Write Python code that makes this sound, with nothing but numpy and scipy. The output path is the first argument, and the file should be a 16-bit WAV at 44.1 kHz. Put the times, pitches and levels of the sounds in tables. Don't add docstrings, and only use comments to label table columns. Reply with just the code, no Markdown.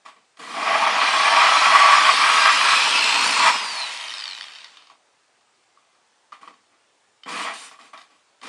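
import sys
import numpy as np
from scipy import signal
from scipy.fft import rfft, irfft, next_fast_len
from scipy.io import wavfile
from scipy.ndimage import uniform_filter1d, map_coordinates

SR = 44100
rng = np.random.default_rng(int(sys.argv[2]) if len(sys.argv) > 2 else 0)


def unload_audio(sound):
    columns = np.transpose(np.atleast_2d(sound))
    steps = np.round(np.clip(columns, -1, 1) * 32767)
    wavfile.write(sys.argv[1], SR, steps.astype(np.int16))


def rack_gain(trim_db):
    fader = np.asarray(trim_db, float)
    return 10 ** (fader / 20)


N = 373968
T = np.arange(N) / SR
GEAR_RATIO, MAINS_HZ = 6.3, 59.8

# [f/Hz, relative density/dB]
FLOOR_SPECTRUM = [(24, -72.5), (40, -24), (80, -8.5), (120, -6), (170, -15.5), (284, -11), (334, -9.5),
                  (748, -5.5), (1060, -7), (1800, -10.5), (3510, -14.5), (7860, -19), (9900, -23.5),
                  (12900, -65), (21800, -120)]
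FLOOR_DB = -64.5
# [t/s, relative level/dB, treble level re that/dB]
TAP_EVENTS = [(0.048, -46, -22), (0.059, -28.5, -18), (0.084, -34, -14), (0.164, -52, -12), (0.371, -50, 2),
              (0.394, -36, -6), (4.556, -49, 13), (4.643, -46.5, 13), (4.77, -42, 0), (4.821, -49, 0),
              (4.87, -46, -3), (4.898, -38, -12.5), (4.914, -46, -18.5), (5.409, -56, -6),
              (5.549, -60.5, -5), (5.772, -43.5, -24), (5.849, -55, -10), (5.949, -51, -11),
              (6.32, -30, -19), (6.325, -25, -25), (6.342, -43, -14), (6.429, -30.5, -28),
              (6.474, -29, -25), (6.479, -31, -20), (6.539, -49.5, -5.5), (6.744, -53, -13.5),
              (7.234, -45, 5.5), (7.263, -34, -13.5), (7.278, -20.5, -27), (7.711, -34, -16.5),
              (7.788, -35, -21.5), (7.811, -43.5, -1), (7.935, -27.5, -31), (7.947, -54, -11.5),
              (7.975, -39, -3), (8.015, -49, 4), (8.414, -41.5, 1.5), (8.431, -31, -16)]
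# [f/Hz, width/Hz, relative level/dB]
WALL_MODES = [(649.7, 60, -6.5), (816.6, 65, -4.5), (963, 81.6, -2.5), (1136, 73, 4), (1315, 111.8, -2.5),
              (1593, 140, -7.5), (1952, 157, -5), (2406, 145, -6), (3214, 240, -12.5)]
# [f/Hz, width/Hz, relative level/dB]
HOUSING_MODES = [(1010, 210, -8.5), (1920, 200, -0.5), (2370, 106.7, -7), (3045, 150, 2.5), (3720, 67, 5.5),
                 (4500, 270, -1), (5440, 350, -5), (5660, 450, -9)]
# [f/Hz, decay time to -60 dB/s]
ROOM_DECAY = [(200, .25), (1500, 0.25), (8000, 0.19)]
# [t/s, rise and hold/s, level/dB, rasp in the drill re scrape/dB,
# boom re scrape/dB]
SCRAPE_EVENTS = [(.05, 0.037, -46, -4.5, -17), (.16, 0.012, -60.5, -11, -4), (0.367, 0.015, -60, 1, -17),
                 (4.899, 0.016, -51, -7.5, -15), (5.76, 0.181, -76, -10, -18),
                 (6.324, 0.0078, -47, -5.5, -16), (6.41, 0.049, -54, -4.5, -7), (6.47, 0.018, -53, -7, 1),
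                 (6.71, 0.033, -64, -15, -15), (7.531, .13, -60.5, 10, -7), (7.712, 0.0188, -48.5, -6, -15),
                 (7.791, 0.071, -53, -2.5, -14), (7.85, 0.034, -72, 1, 1), (7.93, .015, -43.5, -8.5, -20),
                 (7.975, 0.044, -55.5, -1, -20), (8.1, 0.061, -66, -4, -15)]
SCRAPE_RISE_S, SCRAPE_FADE_DB_PER_S = .006, 249
RASP_HISS_DB, HISS_GROWS = -6.5, 1.92

# [t/s, speed/(turns per s)]
ARMATURE_SPEED = [(.37, 1.5), (.42, 12.6), (.7, 82), (1.0, 100), (1.25, 113), (1.5, 127), (1.75, 142),
                  (2.0, 148), (2.25, 157), (2.6, 164), (2.95, 175), (3.15, 180), (3.5, 181), (3.7, 154),
                  (4.02, 107), (4.33, 68), (4.55, 46), (4.95, 2.1), (7.25, 1.9), (7.45, 32.4), (7.7, 8.7),
                  (7.75, 1.7), (8.41, 2), (8.48, 21)]
# [start t/s, end t/s, extra motor level from this press to the next/dB]
TRIGGER_HOLDS = [(0.391, 3.48, 0.5), (7.26, 7.44, 8), (8.42, 8.6, 2)]
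# [speed/(turns per s), motor/dB, fan and brush hiss/dB, shaking of bucket air/dB]
POWERED_LEVELS = [(1.955, -87, -85.5, -77), (7.95, -46, -55.5, -55.5), (39.1, -38.5, -49, -46.5),
                  (82.7, -28.5, -44.5, -41), (114.2, -22, -38.5, -46), (150, -21, -35, -47),
                  (171, -20.5, -33.5, -47), (183, -20.5, -32.5, -40)]
# [speed/(turns per s), motor/dB, fan and brush hiss/dB, shaking of bucket air/dB]
COASTING_LEVELS = [(2, -80, -92, -88), (9.62, -57.5, -74, -83), (34.4, -45.5, -62.5, -78),
                   (71.3, -34.5, -52.5, -70), (132.1, -31, -44, -63.5), (178.5, -30, -40.5, -46)]
DRIVE_FADE_S = 0.069
# [multiple of armature rate, relative level under power/dB,
# relative level coasting/dB, phase scatter/turns]
WHINE_ORDERS = [(10.15, -10.5, -42.5, .004), (14.294, -3, -31.5, 0.027), (14.96, 0, -6.5, 0.0038),
                (23.66, -13, -42, 0.0022), (28.2, -41.5, -20.5, .003), (30.26, -17.5, -3, 0.0013),
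                (59.6, -42.5, 1, .0025)]
SIDEBAND = 0.33
# [f/Hz, gain/dB]
VENT_RESPONSE = [(1000, -8.5), (2000, -18), (2700, -10), (3250, -0.5), (3600, -7), (4250, 2), (4750, 1),
                 (5200, -0.5), (5900, -16.5), (8000, -26), (10000, -24.5)]
# [f/Hz, relative density/dB]
ROAR_SPECTRUM = [(300, -28), (742, -11.5), (961, -7), (1910, -6.5), (2150, -7), (2440, -2), (3500, -7.5),
                 (4340, -8.5), (5500, -12), (7000, -26.5), (9000, -59.5)]
# [f/Hz, relative density/dB]
FAN_SPECTRUM = [(3500, -42), (5500, -11.5), (6500, -4.5), (9200, -5.5), (9500, -11), (13000, -5),
                (16000, -27)]
# [start t/s, end t/s, amplitude re hiss rms/dB]
HIGH_TONE_SPANS = [(.39, 2.8, -12), (7.28, 8.48, -12.5)]
HIGH_TONE_HZ = 9819

# [t/s, level/dB]
FEED_RUNS = [
    [(.39, -46.5), (.47, -37), (.69, -22), (.95, -24.5), (1.25, -20.5), (1.6, -19.5), (2.05, -17.5),
     (2.17, -23), (2.3, -18), (2.6, -21), (2.85, -22.5), (3.35, -21.5), (3.56, -27), (3.85, -31.5),
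     (4.26, -52), (4.9, -69)],
    [(7.26, -40.5), (7.3, -34), (7.46, -29), (7.51, -33), (7.7, -67)],
    [(8.42, -54), (8.48, -40.5)],
]
# [t/s, width of the swell/s, peak above the feed/dB]
CATCH_EVENTS = [(.875, 0.027, 7.5), (1.04, 0.084, 5.5), (1.28, 0.021, 4), (1.43, .12, 4.5), (1.77, 0.12, 4),
                (2.08, .05, 4.5), (2.24, 0.043, 3.5), (2.33, 0.055, 1.5), (2.47, .1, 3.5), (2.74, .05, 5),
                (3.391, 0.048, 3), (3.474, 0.13, 14)]
CHATTER_DB, CHATTER_PER_S = 1.5, 25
SLOW_BOOM_DB, BOOM_DB_PER_TURN = -9, 0.44
# [f/Hz, width/Hz, relative level/dB]
AIR_MODES = [(146.2, 30, -10), (185, 50, -4), (262, 75, -2), (298.8, 21, 2.5), (463.7, 60, -4)]
# [multiple of armature rate, relative level/dB, phase scatter/turns]
TOOTH_TONE_ORDERS = [(7.9, -30, .04), (10, -24.5, 0.034)]
# [start t/s, end t/s, level at other times/dB]
OUTER_WALL_CUT = (0.55, 2.15, -3.5)
# [start t/s, end t/s, level/dB]
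HOLE_DAMPING = (2.8, 5.0, -7)
# [start t/s, end t/s, f/Hz, mean level/dB]
LOW_HUM = (2, 3.5, 143, -52.5)
# [f/Hz, gain/dB]
OVERALL_RESPONSE = [(20, -35.5), (90, -12), (160, -5.5), (250, -1), (9950, 2.5), (10150, -21), (12800, -21),
                    (14000, -33), (15500, -43.5)]


def unit(x):
    return x / np.sqrt(np.mean(x ** 2) + 1e-20)


def along(points, hz):
    f, v = np.transpose(points)
    return np.interp(np.log(hz + 1), np.log(f + 1), v)


def wobble(rate):
    return map_coordinates(rng.standard_normal(int(N * rate / SR) + 4), [T * rate])


def filtered(x, response):
    m = next_fast_len(N + SR // 2)
    return irfft(rfft(x, m) * response(np.fft.rfftfreq(m, 1 / SR)), m)[..., :N]


def body(modes):
    def response(f):
        total = 0
        for k, (centre, width, db) in enumerate(modes):
            mode = 1j * f * width / (centre * centre - f * f + 1j * f * width)
            total = total + (-1) ** k * rack_gain(db) * mode
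        return total
    return response


def noise(spectrum, gain, patchy_db):
    z = signal.stft(gain * rng.standard_normal(N), nperseg=1024)[2]
    across_hz = uniform_filter1d(rng.standard_normal(z.shape), size=3, axis=0)
    streaks = uniform_filter1d(across_hz, size=8, axis=1)
    x = signal.istft(z * rack_gain(patchy_db * unit(streaks)), nperseg=1024)[1][:N]
    return unit(filtered(x, lambda f: rack_gain(along(spectrum, f))))


def steady_hiss():
    return rack_gain(FLOOR_DB) * noise(FLOOR_SPECTRUM, 1, patchy_db=1.5)


def taps():
    low, high = np.zeros((2, N))
    t = T[:600]
    rise = 1 - np.exp(-t / 0.00031)
    for s, db, treble_db in TAP_EVENTS:
        i = round(s * SR)
        hz = 1150 * rack_gain(rng.normal(0, 0.37))
        push = np.sin(2 * np.pi * hz * t) + 0.69 * rng.standard_normal(len(t))
        crack = rng.standard_normal(len(t))
        low[i:i + len(t)] += rack_gain(db + 6.0 - 60 * t / 0.0094) * rise * push
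        high[i:i + len(t)] += rack_gain(db + treble_db + 14.0 - 60 * t / 0.0194) * rise * crack
    return filtered(low, body(WALL_MODES)) + filtered(high, body(HOUSING_MODES))


def room(x):
    hz, t, z = signal.stft(rng.standard_normal(SR // 2), SR, nperseg=256)
    decay = rack_gain(-60 * t / along(ROOM_DECAY, hz)[:, None])
    tail = signal.istft(z * decay, SR, nperseg=256)[1]
    delayed = np.pad(x, (300, 0))
    return signal.fftconvolve(delayed, tail / np.linalg.norm(tail))[:N]


def scrapes():
    gains = np.zeros((4, N))
    for s, held, db, rasp_db, boom_db in SCRAPE_EVENTS:
        rise = np.clip((T - s) / SCRAPE_RISE_S, 0, 1)
        fade = rack_gain(-SCRAPE_FADE_DB_PER_S * np.clip(T - s - abs(held), 0, 1))
        hiss_db = RASP_HISS_DB + HISS_GROWS * rasp_db
        gains += rise * fade * rack_gain([[db], [db + rasp_db], [db + boom_db], [db + hiss_db]])
    return gains


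def levels_at(speed, rows):
    speeds, *columns = np.transpose(rows)
    return np.array([np.interp(speed, speeds, c) for c in columns])


def controls():
    speed = np.interp(T, *np.transpose(ARMATURE_SPEED))
    held = sum((T > a) * (T < b) * 1. for a, b, _ in TRIGGER_HOLDS)
    power = uniform_filter1d(held, size=900)
    keep = np.exp(-1 / (DRIVE_FADE_S * SR))
    drive = np.maximum(held, signal.lfilter([1 - keep], [1, -keep], held))
    starts = [a for a, *_ in TRIGGER_HOLDS]
    latest = np.clip(np.searchsorted(starts, T) - 1, 0, None)
    hard_db = np.array([db for *_, db in TRIGGER_HOLDS])[latest]
    powered_db = levels_at(speed, POWERED_LEVELS)
    coasting_db = levels_at(speed, COASTING_LEVELS)
    gain, air, shake = rack_gain(drive * powered_db + (1 - drive) * coasting_db + hard_db)
    catch_db = sum(db * np.exp(-(2 * (T - s) / width) ** 2) for s, width, db in CATCH_EVENTS)
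    catch_db = catch_db + CHATTER_DB * wobble(CHATTER_PER_S)
    feed = 0
    for rows in FEED_RUNS:
        feed_db = np.interp(T, *np.transpose(rows), left=-200, right=-200)
        feed = feed + rack_gain(feed_db + catch_db)
    rub, rasp, boom, hiss = scrapes()
    thump = feed * rack_gain(SLOW_BOOM_DB - BOOM_DB_PER_TURN * speed)
    return speed, power, [feed + rub, gain + rasp, shake + thump + boom, air + hiss]


def gear_clatter(speed):
    rate = (speed > 8) * (35 + .7 * speed) * rack_gain(3 * wobble(50))
    beats = np.cumsum(rate) / SR
    knock = np.diff(np.floor(beats), prepend=0) * rack_gain(2.7 * rng.standard_normal(N))
    return signal.fftconvolve(knock, np.hanning(200))[:N]


def whining(power, turns):
    total = 0
    for k, on_db, off_db, scatter in WHINE_ORDERS:
        level_db = power * on_db + (1 - power) * off_db
        level_db = level_db + (1.5 + 2.3 * power) * wobble(30) + 1.9 * wobble(7)
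        total = total + rack_gain(level_db) * np.sin(2 * np.pi * k * (turns + scatter * wobble(60)))
    return total


def high_tone():
    level = sum(rack_gain(db) * (T > a) * (T < b) for a, b, db in HIGH_TONE_SPANS)
    return level * np.sin(2 * np.pi * HIGH_TONE_HZ * T)


def motor(speed, power, gain, air):
    turns = np.cumsum(speed) / SR
    free = power * np.clip((speed - 150) / 28, .15, 1)
    mains = 2 * np.pi * MAINS_HZ * T
    kick = rack_gain(free * (1.3 * np.cos(mains) + 1.1 * np.cos(2 * mains)) + 0.22 * wobble(25))
    fast = np.clip(speed / 52, 0, 1) ** 4 * (1 + SIDEBAND * free * np.cos(mains))
    whine = whining(power, turns)
    clatter = gear_clatter(speed)
    burst = clatter * rng.standard_normal(N)
    loose = np.clip(1.25 - speed / 160, 0, 1) * np.clip(speed / 70, .3, 1) * (1 - power)
    chopped = (1 - loose + 1.2 * loose * clatter) * whine
    vented = filtered(gain * fast * chopped, lambda f: rack_gain(along(VENT_RESPONSE, f)))
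    rattle = filtered(gain * loose * rack_gain(16) * burst, body(HOUSING_MODES))
    roar = gain * rack_gain(-1.5 * power - 8.2 * loose) * noise(ROAR_SPECTRUM, kick, patchy_db=2.5)
    hiss = air * noise(FAN_SPECTRUM, kick, patchy_db=4.5)
    return vented + rattle + roar + hiss + air * high_tone()


def grit(rate, spread_db):
    hit, size, sign = rng.random((3, N))
    return (hit < rate / SR) * rack_gain(-spread_db * np.log(size + 2e-3)) * np.sign(sign - .5)


def saw(speed, power, rub, boom):
    turns = np.cumsum(speed) / SR
    chuck = 2 * np.pi * turns / GEAR_RATIO
    bite = rack_gain(power * (1.49 * np.cos(chuck) + 1.1 * np.cos(2 * chuck + 1)) + 0.32 * wobble(60))
    teeth = bite * grit(9000, spread_db=1.6)
    sing = 0
    for k, db, scatter in TOOTH_TONE_ORDERS:
        level = rack_gain(db + 5.2 * wobble(12))
        sing = sing + power * level * np.sin(2 * np.pi * k * (turns + scatter * wobble(40)))
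    start, end, other_db = OUTER_WALL_CUT
    outside = (T < start) | (T > end)
    slow = rack_gain(np.clip(15 - speed / 9, -6, 5) + other_db * outside)
    start, end, damped_db = HOLE_DAMPING
    damped = rack_gain(damped_db * (T > start) * (T < end))
    lowest = filtered(slow * teeth, body(WALL_MODES[:2]))
    third = filtered(teeth + sing, body(WALL_MODES[2:3]))
    upper = filtered(damped * (teeth + sing), body(WALL_MODES[3:]))
    wall = lowest + third - upper
    enclosed_air = filtered(teeth, body(AIR_MODES))
    return unit(wall) * rub + unit(enclosed_air) * boom


def hum():
    a, b, hz, db = LOW_HUM
    swell = np.clip(np.minimum(T - a, b - T) / 0.088, 0, 1)
    return swell * rack_gain(db + 3 * wobble(13)) * np.sin(2 * np.pi * (hz * T + .15 * wobble(20)))


def scene():
    speed, power, (rub, gain, boom, air) = controls()
    knocks = taps()
    hiss = steady_hiss()
    drill = saw(speed, power, rub, boom) + motor(speed, power, gain, air)
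    mix = drill + hum() + knocks + rack_gain(-6.5) * room(knocks) + hiss
    return mix[None]


def low_pass(x):
    return signal.sosfilt(signal.butter(12, 15560, fs=SR, output="sos"), x)


def record(dry):
    mix = filtered(dry, lambda f: rack_gain(along(OVERALL_RESPONSE, f)))
    return low_pass(mix)


dry = scene()
out = record(dry)
unload_audio(out)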